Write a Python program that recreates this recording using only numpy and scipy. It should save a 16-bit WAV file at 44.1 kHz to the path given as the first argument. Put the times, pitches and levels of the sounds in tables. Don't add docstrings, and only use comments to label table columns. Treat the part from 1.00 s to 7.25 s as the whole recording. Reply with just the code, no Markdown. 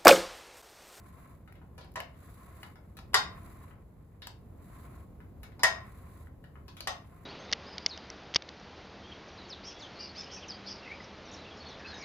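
import sys
import numpy as np
from scipy import signal
from scipy.fft import rfft, irfft, next_fast_len
from scipy.io import wavfile
from scipy.ndimage import uniform_filter1d

SR = 44100
rng = np.random.default_rng(int(sys.argv[2]) if len(sys.argv) > 2 else 0)


def field_ratio(decibels):
    return 10 ** (np.asarray(decibels, dtype=float) / 20)


def pcm_store(signal):
    levels = np.round(np.clip(np.atleast_2d(signal), -1, 1) * 32767)
    wavfile.write(sys.argv[1], SR, levels.astype(np.int16).T)


N = 275625
SIZE = next_fast_len(N + SR)
HZ = np.maximum(np.arange(SIZE // 2 + 1) * SR / SIZE, 1)
PULSE_T = np.arange(1024) / SR
PORT_DELAY_S = 1e-3


def jig():
    snap, drive = knocks()
    ring = through(drive, rfft(frame(), SIZE))
    near, far = ticks()
    to_walls = field_ratio(-13.0) * snap + field_ratio(-40.5) * ring[0] + field_ratio(-9) * far
    echoes = through(to_walls, rfft(room(), SIZE))
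    direct = field_ratio(15) * snap + field_ratio(-5.5) * ring + field_ratio(19.0) * near
    return through(direct + echoes, ports(lead_s=0.00011, left_db=4))


# (start_s, force_db near 2 kHz, thud_db, snap_db, frame_ring_db)
KNOCKS = [
    (0.9574, -35, 2, -0.5, -7),
    (0.9707, -46.5, 12.5, -4, 0.5),
    (2.143, -17, -5.5, 3, 2.5),
    (4.6334, -19, -2.5, 5, 3.5),
    (4.644, -19.5, -7, -24, 3),
    (5.8727, -25, -3.5, -2.5, -4.5),
]


def knocks():
    snap, drive = np.zeros((2, N + SR))
    grits = rng.standard_normal((len(KNOCKS), len(PULSE_T)))
    for (s, force, thud, bright, ring_db), grit in zip(KNOCKS, grits):
        levels = force, thud, bright, bright - 1.85
        crack = blow(*levels, grit, chatter_s=0.0059, chatter_db=-9.0, top_db=-11, valley_db=0)
        push = blow(*levels, grit, chatter_s=0.002, chatter_db=-26, top_db=-16, valley_db=2)
        add(snap, s, crack)
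        add(drive, s, field_ratio(ring_db) * push)
    return snap[:N], drive[:N]


BLOW_HZ = (1050, 2000, 4800, 11500)


def blow(force, thud, snap, sizzle, grit, chatter_s, chatter_db, top_db, valley_db, bass_db=-14):
    levels = force + np.array([thud + 4, 0, snap - 5, sizzle - 8])
    colour = [(300, levels[0] + bass_db), *zip(BLOW_HZ, levels), (15000, levels[3] + top_db)]
    colour.insert(4, (7600, min(levels[2:]) + valley_db))
    hit = (PULSE_T == 0) + field_ratio(chatter_db) * grit * np.exp(-PULSE_T / chatter_s)
    return np.convolve(hit, contact(colour))


def contact(db_points, size=512):
    hz = np.maximum(np.arange(size // 2 + 1) * SR / size, 20)
    cepstrum = irfft(np.log(field_ratio(on_hz(db_points, hz))), size)
    cepstrum[1:size // 2] *= 2
    cepstrum[size // 2 + 1:] = 0
    return irfft(np.exp(rfft(cepstrum)), size)


FRAME_HZ = (415, 560, 655, 785, 840, 1000, 1075, 1165, 1335, 1430, 1595, 1755, 1875, 1958, 2250, 2600, 3150,
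            3430, 3690, 4190, 4600, 4830, 5090, 5290, 6900, 7900, 8250, 10400, 11400)
# (level_db, t60_s)
FRAME = [(-6, .2), (-20.5, 0.045), (-12, 0.16), (-11, 0.065), (-18, 0.086), (-7.5, 0.17), (-9, 0.19),
         (-7.5, 0.19), (-13, 0.094), (-7, 0.27), (-6.5, 0.087), (-13.5, .09), (-2, .13), (2, 0.11),
         (-9, 0.052), (-18.5, 0.064), (-25.5, 0.039), (-22.5, .08), (-11, 0.28), (-17.5, 0.047),
         (-21, 0.11), (-13, .12), (-7.5, 0.18), (-18, 0.08), (-15.5, 0.035), (-10.5, .04), (6, 0.026),
         (-9, 0.057), (-22, 0.044)]


def frame(scatter=0.75, partner_db=-10, spread_s=0.001):
    t = np.arange(SR // 3) / SR
    db, t60 = np.repeat(FRAME, 3, axis=0).T[:, :, None]
    place = np.tile([0, -1, 1], len(FRAME))[:, None]
    hz = np.repeat(FRAME_HZ, 3)[:, None] * (1 + place * rng.uniform(0.008, 0.025, db.shape))
    phase = scatter * rng.standard_normal((len(hz), 2))
    t60 = np.clip(t60, 0.01, np.where(hz < 1800, 0.14, 0.29))
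    fade = field_ratio(db + partner_db * abs(place)) * np.exp(-np.log(1000) * t / t60)
    fade = fade * (1 - np.exp(-t / spread_s))
    return np.array([np.sum(fade * np.sin(2 * np.pi * hz * t + phase[:, [port]]), axis=0) for port in range(2)])


# (start_s, force_db near 2 kHz, thud_db, snap_db, sizzle_db)
TICKS = [
    (0.7799, -40.5, 0, -7, -4.5),
    (0.8095, -46.5, -20, -4.5, -6),
    (1.9693, -45, -3, -1.5, 10.5),
    (3.2201, -38, -10, -4, -8),
    (4.4321, -42.5, 1, -4.5, 4),
    (4.594, -46, 5.5, 5, -3.5),
    (5.681, -47.5, 2, 2, 0.5),
    (5.7683, -40, -12, -6.5, 0),
]
# (start_s, force_db near 2 kHz, thud_db, treble_db)
TAPS = [(0.4765, -49.5, -2.5, -12), (0.5546, -49.5, -6, -17.5), (0.616, -52, -2, -24),
        (0.8454, -55, 5, -4.5), (1.1442, -55, -14, -16), (1.639, -41, -10, -25),
        (1.7564, -47.5, -2.5, -14.5), (2.1342, -35.5, 5, -11.5), (2.709, -48.5, 3.5, -28),
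        (2.7365, -59, -1, -24), (4.2035, -51, -9, -20), (4.52, -48.5, -6, -20), (5.441, -47.5, -10.5, -16),
        (5.5556, -51.5, -1.5, -23)]
CLICKS = [
    (0.5245, -54, -15, -12.5, 1),
    (1.0027, -31.5, -16, -14, -10),
    (1.6311, -43, 0.5, -6.5, 0),
    (1.989, -55, 4, 9, -0.5),
    (3.271, -48.5, 8, 9, 10.5),
    (5.2705, -54, 1.5, -26, -22),
    (5.8057, -45, 5, 10.5, 4.5),
]
GLINTS = [
    (.918, -75, -6, 6, 17),
    (.940, -75, -6, 6, 17),
]


def ticks(handle_hz=5300, handle_db=-43, t60=0.05):
    near, far = np.zeros((2, N + SR))
    handle_ring = np.sin(2 * np.pi * handle_hz * PULSE_T) * np.exp(-np.log(1000) * PULSE_T / t60)
    handle = (PULSE_T == 0) + field_ratio(handle_db) * handle_ring
    # crispness, direct sound over echo in dB
    hidden = [(*row, -5) for row in TICKS]
    taps = [(*row, row[-1] + 6.5, -2) for row in TAPS]
    clicks = [(*row, 4.5) for row in CLICKS]
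    glints = [(*row, 4.5) for row in GLINTS]
    rows = sorted(hidden + taps + clicks) + glints
    for (s, *levels, crisp_db), grit in zip(rows, rng.standard_normal((len(rows), len(PULSE_T)))):
        touch = blow(*levels, grit, chatter_s=0.0026, chatter_db=-9.5, top_db=1, valley_db=-6)
        pulse = np.convolve(touch, handle)
        add(near, s, field_ratio(crisp_db) * pulse)
        add(far, s, pulse)
    return near[:N], far[:N]


# (pitch_hz, t60_s, level_db)
ROOM = [(293, 1, -5), (610, 0.9, 4.5), (1050, 0.26, 0.5), (2130, 0.4, -5), (4417, 0.25, 0.5),
        (8000, 0.17, -4.5), (11900, 0.044, -16)]


def room(build_cycles=5, alike_hz=900):
    t = np.arange(SR * 3 // 4) / SR
    tail = 0
    for hz, t60, db in ROOM:
        t60 = min(t60, 0.34)
        edges = [hz / np.sqrt(2), min(hz * np.sqrt(2), 0.45 * SR)]
        band = signal.butter(2, edges, "band", fs=SR, output="sos")
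        mid, side = signal.sosfilt(band, rng.standard_normal((2, len(t))))
        pair = mid + min(hz / alike_hz, 1) * side * np.array([[1], [-1]])
        build = 1 - np.exp(-t * hz / build_cycles)
        tail = tail + field_ratio(db) * pair * np.exp(-np.log(1000) * t / t60) * build
    return tail


# (pitch_hz, level_db per Hz)
RUB_COLOUR = [(760, -33), (1300, -17), (1920, -12.5), (2890, -26), (3880, -17), (5370, -26.5),
              (7830, -16.5), (9270, -22.5), (9560, -18.5), (10500, -12), (13700, -20.5), (14700, -13.5),
              (16000, -23.5)]
# (pitch_hz, width_hz, level_db)
GUIDE = [(686, 96, 1.5), (1057.5, 120, 6), (1306, 380, -5.5), (1990, 990, -8.5)]
# (pitch_hz, likeness 0-1)
LIKENESS = [(60, 0.94), (290, 0.96), (640, 0.2), (1400, 0.6), (3000, .05), (15000, 0)]


def spindle():
    hiss_gain, hum_gain = pulls()
    like = on_hz(LIKENESS)
    hiss_colour = field_ratio(on_hz(RUB_COLOUR)) * (HZ > 1300)
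    hiss = noise(hiss_colour, like) * flicker(20, 1.5) * flicker(200, 2.5)
    body = sum(field_ratio(db) / (1 + (2 * (HZ - hz) / width) ** 2) for hz, width, db in GUIDE)
    hum = noise(body, like) * flicker(25, 2.2) * flicker(150, 2.2)
    return field_ratio(6.0) * (hiss_gain * hiss + hum_gain * hum)


# (start_s, length_s, hiss_db, hum_db)
PULLS = [
    (-0.15, 0.55, -76.5, -72),
    (1.128, 0.63, -74, -70.5),
    (2.275, 0.48, -74.5, -68),
    (3.548, .52, -74.5, -71),
    (4.797, .5, -76, -75.5),
    (6.006, 0.39, -82.5, -76.5),
]


def pulls():
    t = np.arange(N) / SR
    rise_s, fall_s = 0.11, 0.086
    load_db = 2.5
    after_hum_db, after_hum_t60_s = -32.5, 0.7
    hiss, hum = field_ratio(-86), field_ratio(-80)
    for s, length, hiss_db, hum_db in PULLS:
        rising = (t - s) / rise_s
        falling = 1 + (s + length - t - fall_s) / fall_s
        speed = np.clip(np.minimum(rising, falling), 0, 1)
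        load = ((t - s) / length - 0.5).clip(-1, 1)
        hiss = hiss + field_ratio(hiss_db) * speed
        hum = hum + field_ratio(hum_db + load_db * load) * speed
    for s, force, *_ in KNOCKS:
        fade = np.exp(-np.log(1000) * np.abs(t - s) / after_hum_t60_s) * (t > s)
        hum = hum + field_ratio(force + after_hum_db) * fade
    return hiss, hum


# (pitch_hz, level_db per Hz)
RUMBLE = [(20, -30), (30, -10), (40, -7), (62, 1), (82, 2.5), (120, -4), (170, -6.5), (285, -13.5),
          (590, -20.5), (900, -28), (2080, -46.5), (4500, -53), (7500, -54.5), (14700, -45.5)]
# (start_s, level_db)
RUMBLE_SWELL = [(0.0, -53.5), (1.9, -52.5), (2.25, -48.5), (3.12, -55.5), (3.5, -50.5), (4.3, -50),
                (6.25, -53)]


def building():
    swell_db, = on_time(RUMBLE_SWELL)
    gain = field_ratio(-51 + swell_db - np.mean(swell_db))
    rumble = noise(field_ratio(on_hz(RUMBLE)), on_hz(LIKENESS)) * gain
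    return through(rumble, ports(lead_s=9e-5, left_db=0.18))


def on_hz(table, hz=HZ):
    points = np.array(table, float)
    return np.interp(np.log(hz), np.log(points[:, 0]), points[:, 1])


def on_time(table):
    s, *columns = np.transpose(table)
    return [np.interp(np.arange(N) / SR, s, c) for c in columns]


def through(x, response):
    return irfft(rfft(x, SIZE) * response, SIZE)[..., :N]


def ports(lead_s, left_db):
    side = np.array([[0.5], [-0.5]])
    louder = field_ratio(left_db * side / (1 + np.log2(HZ / 1900) ** 2))
    return louder * np.exp(2j * np.pi * HZ * (lead_s * side - PORT_DELAY_S))


def noise(gain, like):
    mid, side = rfft(rng.standard_normal((2, SIZE)))
    like = np.clip(like, -1, 1)
    pair = np.sqrt(1 + like) * mid + np.sqrt(1 - like) * side * np.array([[1], [-1]])
    x = irfft(pair * gain, SIZE)[:, :N]
    return x / np.sqrt(np.mean(x ** 2))


def flicker(rate_hz, spread_db):
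    k = int(SR / rate_hz)
    steps = np.repeat(rng.standard_normal(N // k + 1), k)
    walk = uniform_filter1d(uniform_filter1d(steps, k), k)[:N]
    return field_ratio(spread_db * walk)


def add(track, s, pulse):
    at = int((s - PORT_DELAY_S) * SR)
    track[at:at + len(pulse)] += pulse


def scene():
    return jig() + spindle() + building()


def low_pass(x):
    return signal.sosfilt(signal.butter(12, 16560, fs=SR, output="sos"), x)


# (pitch_hz, half_width_hz, level_db)
MICROPHONE = [(9050, 620, -22), (13700, 500, -22), (5650, 200, -5), (16400, 800, -22)]


def record(dry):
    dips_db = sum(db / (1 + ((HZ - hz) / width) ** 8) for hz, width, db in MICROPHONE)
    top = 1 / (1 + (HZ / 16400) ** 80)
    return low_pass(through(dry, field_ratio(dips_db) * top))


dry = scene()
out = record(dry)
pcm_store(out)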